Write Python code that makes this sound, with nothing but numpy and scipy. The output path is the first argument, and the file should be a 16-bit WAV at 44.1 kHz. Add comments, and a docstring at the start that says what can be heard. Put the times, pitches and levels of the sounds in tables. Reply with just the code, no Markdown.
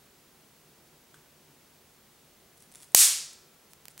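"""An electric bug zapper in a quiet room. Steady hiss, a faint hum and a thin high whine run throughout.
The housing clicks softly; then an insect sizzles on the grid in tiny discharges. Near 3 s one loud spark
snaps and overloads the microphone. The limiter ducks, and as it recovers the bright reverberation of the
room swells back, while a grid wire rings faintly on. A few dry ticks and a little more sizzle follow."""
import sys
import numpy as np
from scipy import signal
from scipy.fft import rfft, irfft
from scipy.io import wavfile
from scipy.ndimage import uniform_filter1d

SR = 44100
rng = np.random.default_rng(int(sys.argv[2]) if len(sys.argv) > 2 else 0)


def wav_record(signal):
    """Record a signal, one row per channel, as 16-bit PCM in the file named by sys.argv[1]."""
    frames = np.transpose(np.atleast_2d(signal))
    bounded = np.clip(frames, -1, 1)
    # unit amplitude maps onto the largest positive 16-bit level
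    quanta = np.round(bounded * 32767).astype(np.int16)
    wavfile.write(sys.argv[1], SR, quanta)


N = 176400
T = np.arange(N) / SR
BIN_HZ = np.fft.rfftfreq(N, 1 / SR)
SNAP_S, BAND_LIMIT_HZ = 2.9475, 15900


def amp(db):
    """Decibels to amplitude ratio."""
    return 10 ** (np.asarray(db) / 20)


def unit_rms(x):
    """Normalisation to an rms of 1."""
    return x / np.sqrt(np.mean(x ** 2) + 1e-20)


def curve_at(points, hz):
    """Interpolation on a logarithmic frequency axis."""
    point_hz, value = np.transpose(points)
    return np.interp(np.log(hz + 1), np.log(point_hz + 1), value)


def shaped(x, gain):
    """Filtering as multiplication of the spectrum, one gain per frequency bin."""
    return irfft(rfft(x) * gain, N)


def noise(spectrum):
    """Spectral shaping: white noise takes on the given colour, at rms 1."""
    return unit_rms(shaped(rng.standard_normal(N), amp(curve_at(spectrum, BIN_HZ))))


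def stereo_noise(spectrum, side_spectrum):
    """Partial coherence: the ears share a mid noise and get a weaker side noise in opposite polarity."""
    side = shaped(noise(spectrum), amp(curve_at(side_spectrum, BIN_HZ)))
    return noise(spectrum) + np.array([side, -side])


# bands of hum: pitch_hz, level_db, width_hz
HUM_BANDS = [(152, -75.5, 18), (203, -80, 13), (367, -76.5, 40)]
# spectrum of the hiss: frequency_hz, relative_density_db
HISS_SPECTRUM = [(12, -35.5), (20, -14.5), (83, -6), (112, -9), (148, -1), (180, -8.5), (207, -3.5),
                 (324, -7), (372, -7), (465, -6), (505, -8.5), (1580, -14.5), (2540, -15.5), (13900, -19.5),
                 (15500, -21)]
# stereo width of the hiss: frequency_hz, side_minus_mid_db
HISS_WIDTH = [(60, -11.5), (130, -17.5), (290, -18), (640, -14), (1410, -10), (3100, -7), (6820, -5.5),
              (15000, -3.5)]

def background(whine_hz=15735, whine_db=-72, hiss_db=-60.5):
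    """Bandwidth sets timbre: narrow noise is a wavering hum, a pure tone a whine, broad noise a hiss."""
    hum = np.zeros(N)
    for pitch_hz, level_db, width_hz in HUM_BANDS:
        peak = 1 / (1 + (2 * (BIN_HZ - pitch_hz) / width_hz) ** 2)
        hum += amp(level_db) * unit_rms(shaped(rng.standard_normal(N), peak))
    whine = amp(whine_db) * unit_rms(np.sin(2 * np.pi * whine_hz * T))
    hiss = amp(hiss_db) * stereo_noise(HISS_SPECTRUM, HISS_WIDTH)
    return hum + whine + hiss


def decay(start_s, fall_s, hold_s=0):
    """Exponential decay: the envelope jumps to 1, holds, then falls with time constant fall_s."""
    onset = np.clip((T - start_s) * SR, 0, 1)
    return onset * np.exp(-np.maximum(T - start_s - hold_s, 0) / fall_s)


# reverberation time of the room: frequency_hz, t60_s
REVERB_TIMES = [(300, 0.54), (1200, 0.62), (3000, 0.56), (5000, 0.57), (8000, 0.45), (11000, 0.4),
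                (15500, 0.32)]

def room_decay(x):
    """Absorption: each frequency band falls 60 dB in its own reverberation time."""
    hz, time_s, bands = signal.stft(x, SR, nperseg=256)
    t60_s = curve_at(REVERB_TIMES, hz)[:, None]
    return signal.istft(bands * amp(-60 * time_s / t60_s), SR, nperseg=256)[1][:N]


def with_room(direct, room_db):
    """Reverberation: the direct sound plus its convolution with the room's impulse response."""
    response = room_decay(rng.standard_normal(SR))
    response /= np.linalg.norm(response)
    return direct + amp(room_db) * signal.fftconvolve(direct, response)[:N]


# spectrum of the housing's click: frequency_hz, relative_density_db
CLICK_SPECTRUM = [(300, -18), (900, -7), (1450, 2), (2200, -13), (3100, -7), (4500, -15), (9000, -11),
                  (16000, -22)]

def housing_click(start_s=1.1425, level_db=-51, rattle_db=-7.5):
    """Damped vibration: the case gives one soft, dull knock and a brief rattle."""
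    knock = decay(start_s, fall_s=.0018)
    rattle = amp(rattle_db) * decay(start_s, fall_s=.02)
    return with_room(amp(level_db) * noise(CLICK_SPECTRUM) * (knock + rattle), room_db=-5.5)


# small sparks on the grid: start_s, relative_level_db
GRID_SPARKS = [(2.5726, -48.5), (2.5774, -43.5), (2.603, -41.5), (2.6224, -41.5), (2.716, -40),
               (2.7222, -41.5), (2.7384, -39), (2.7482, -35), (2.7553, -32.5), (2.8025, -39.5),
               (2.8084, -42.5), (2.8154, -42.5), (2.8225, -37.5), (2.826, -39.5), (2.8304, -37),
               (2.8384, -43), (2.8424, -45), (2.9188, -43.5), (3.3313, -35.5)]
# spells of fizz: start_s, length_s, level_db
FIZZ_SPELLS = [(2.597, .06, -63.5), (2.745, 0.066, -58), (2.812, .048, -59), (3.70, 0.037, -63.5),
               (3.895, .028, -57.5), (3.978, 0.033, -52)]
# spectrum of both: frequency_hz, relative_density_db
SIZZLE_SPECTRUM = [(300, -18), (1500, -11), (4000, -9), (6500, -5.5), (9000, 1), (10800, -3),
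                   (12500, -14.5), (16000, -13.5)]

def sizzle(spark_gain_db=-4.5, spark_delay_s=.0011, grain_depth_db=4.5):
    """Small discharges where the insect touches the grid: noise modulated into sparks and grainy fizz."""
    sparks = sum(amp(level_db + spark_gain_db) * decay(start_s + spark_delay_s, fall_s=.001)
                 for start_s, level_db in GRID_SPARKS)
    spells = sum(amp(level_db) * np.sin(np.pi * np.clip((T - start_s) / length_s, 0, 1))
                 for start_s, length_s, level_db in FIZZ_SPELLS)
    flicker = unit_rms(uniform_filter1d(rng.standard_normal(N), size=40))
    grain = unit_rms(amp(grain_depth_db * flicker))
    return with_room(noise(SIZZLE_SPECTRUM) * (sparks + spells * grain), room_db=-7.5)


# spectra of the big spark's crack and of its reverberation: frequency_hz, relative_density_db
CRACK_SPECTRUM = [(200, -27), (1300, -18), (2500, -14), (4000, -5), (6000, -2.5), (8700, 1.5), (11000, -2),
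                  (16000, -10)]
REVERB_SPECTRUM = [(100, -50.5), (230, -37.5), (400, -24), (700, -21.5), (1300, -15.5), (1800, -11.5),
                   (2500, -8), (4500, -1.5), (8500, 6.5), (11500, 1.5), (16000, -6)]
# stereo width of each: frequency_hz, side_minus_mid_db
CRACK_WIDTH = [(60, -65), (240, -64), (950, -69), (3770, -28), (15000, -30.5)]
REVERB_WIDTH = [(60, -14.5), (240, -25.5), (950, -40.5), (3770, -77), (15000, -71.5)]

def snap():
    """Impulse excitation: the big spark's bright crack sets the room and a grid wire ringing."""
    crack_db, hold_s, fall_s = 1, .0022, .003
    crack = stereo_noise(CRACK_SPECTRUM, CRACK_WIDTH) * decay(SNAP_S, fall_s, hold_s)
    effective_length_s = hold_s + fall_s / 2
    crack_rms = np.sqrt(np.sum(crack[0] ** 2) / SR / effective_length_s)
    crack *= amp(crack_db) / crack_rms

    reverb_db, build_s = -4, .003
    reverb = np.array([room_decay(ear) for ear in stereo_noise(REVERB_SPECTRUM, REVERB_WIDTH)])
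    reverb *= amp(reverb_db) * (1 - np.exp(-T / build_s))
    reverb = np.pad(reverb, ((0, 0), (round(SNAP_S * SR), 0)))[:, :N]  # starts at the snap

    wire_hz, wire_db, wire_t60_s = 1336, -66, 4
    wire = amp(wire_db) * decay(SNAP_S, wire_t60_s / np.log(1000)) * np.sin(2 * np.pi * wire_hz * T)
    return crack + reverb + wire


def microphone_thump(delay_s=.00087, width_s=.0007, pitch_hz=850, pulse_db=-13, kick_db=-27.5):
    """Overload: the spark's pressure pulse kicks the microphone one way, and it swings slowly back."""
    from_peak_s = T - SNAP_S - delay_s
    envelope = np.exp(-(from_peak_s / width_s) ** 2)
    pulse = envelope * (amp(pulse_db) * np.cos(2 * np.pi * pitch_hz * from_peak_s) + amp(kick_db))
    bass_cut = signal.butter(2, 16, "high", fs=SR, output="sos")  # 16 Hz; its undershoot is the swing
    return signal.sosfilt(bass_cut, pulse)


def limiter_gain(x, threshold_db=-9, duck_db_per_db=2.09, attack_s=.0018, recovery_s=.079):
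    """Automatic gain control: the gain ducks fast when the rms passes a threshold, then climbs linearly."""
    power = uniform_filter1d((x ** 2).mean(0), size=88, origin=43)  # mean over the last 2 ms
    rms = np.sqrt(abs(power) + 1e-12)
    target = np.minimum(amp(threshold_db) / rms, 1) ** duck_db_per_db
    climb = T / recovery_s
    gain = np.minimum.accumulate(target - climb) + climb
    pole = np.exp(-1 / (attack_s * SR))
    return 1 - signal.lfilter([1 - pole], [1, -pole], 1 - gain)


# electrical ticks: start_s, level_db, left_minus_right_db
DRY_TICKS = [(3.7345, -28, -2.5), (3.8553, -24, -2), (3.8830, -25, -7.5), (3.8834, -25.5, -7.5),
             (3.9788, -23.5, 0), (3.9984, -24.5, -2)]

def ticks(low_cut_hz=600):
    """Impulses: sharp, dry electrical ticks, set a little to the right by interaural level difference."""
    impulses = np.zeros((2, N))
    for start_s, level_db, pan_db in DRY_TICKS:
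        impulses[:, round(start_s * SR)] += amp([level_db + pan_db / 2, level_db - pan_db / 2])
    impulses *= SR / (2 * BAND_LIMIT_HZ)  # offsets the height an impulse loses to the band limit
    return signal.lfilter(*signal.butter(1, low_cut_hz, "high", fs=SR), impulses)


def scene():
    """Superposition: the zapper's sounds add to the steady background of the room."""
    return snap() + sizzle() + housing_click() + ticks() + background()


def record(dry, ceiling_db=-1):
    """Saturation: the crack outruns the limiter and clips softly; the thump adds; all is low-passed."""
    ceiling = amp(ceiling_db)
    clipped = ceiling * np.tanh(dry * limiter_gain(dry) / ceiling)
    low_pass = signal.firwin(201, BAND_LIMIT_HZ, window=("kaiser", 8), fs=SR)
    return signal.oaconvolve(clipped + microphone_thump(), low_pass[None], "same")


dry = scene()
out = record(dry)
wav_record(out)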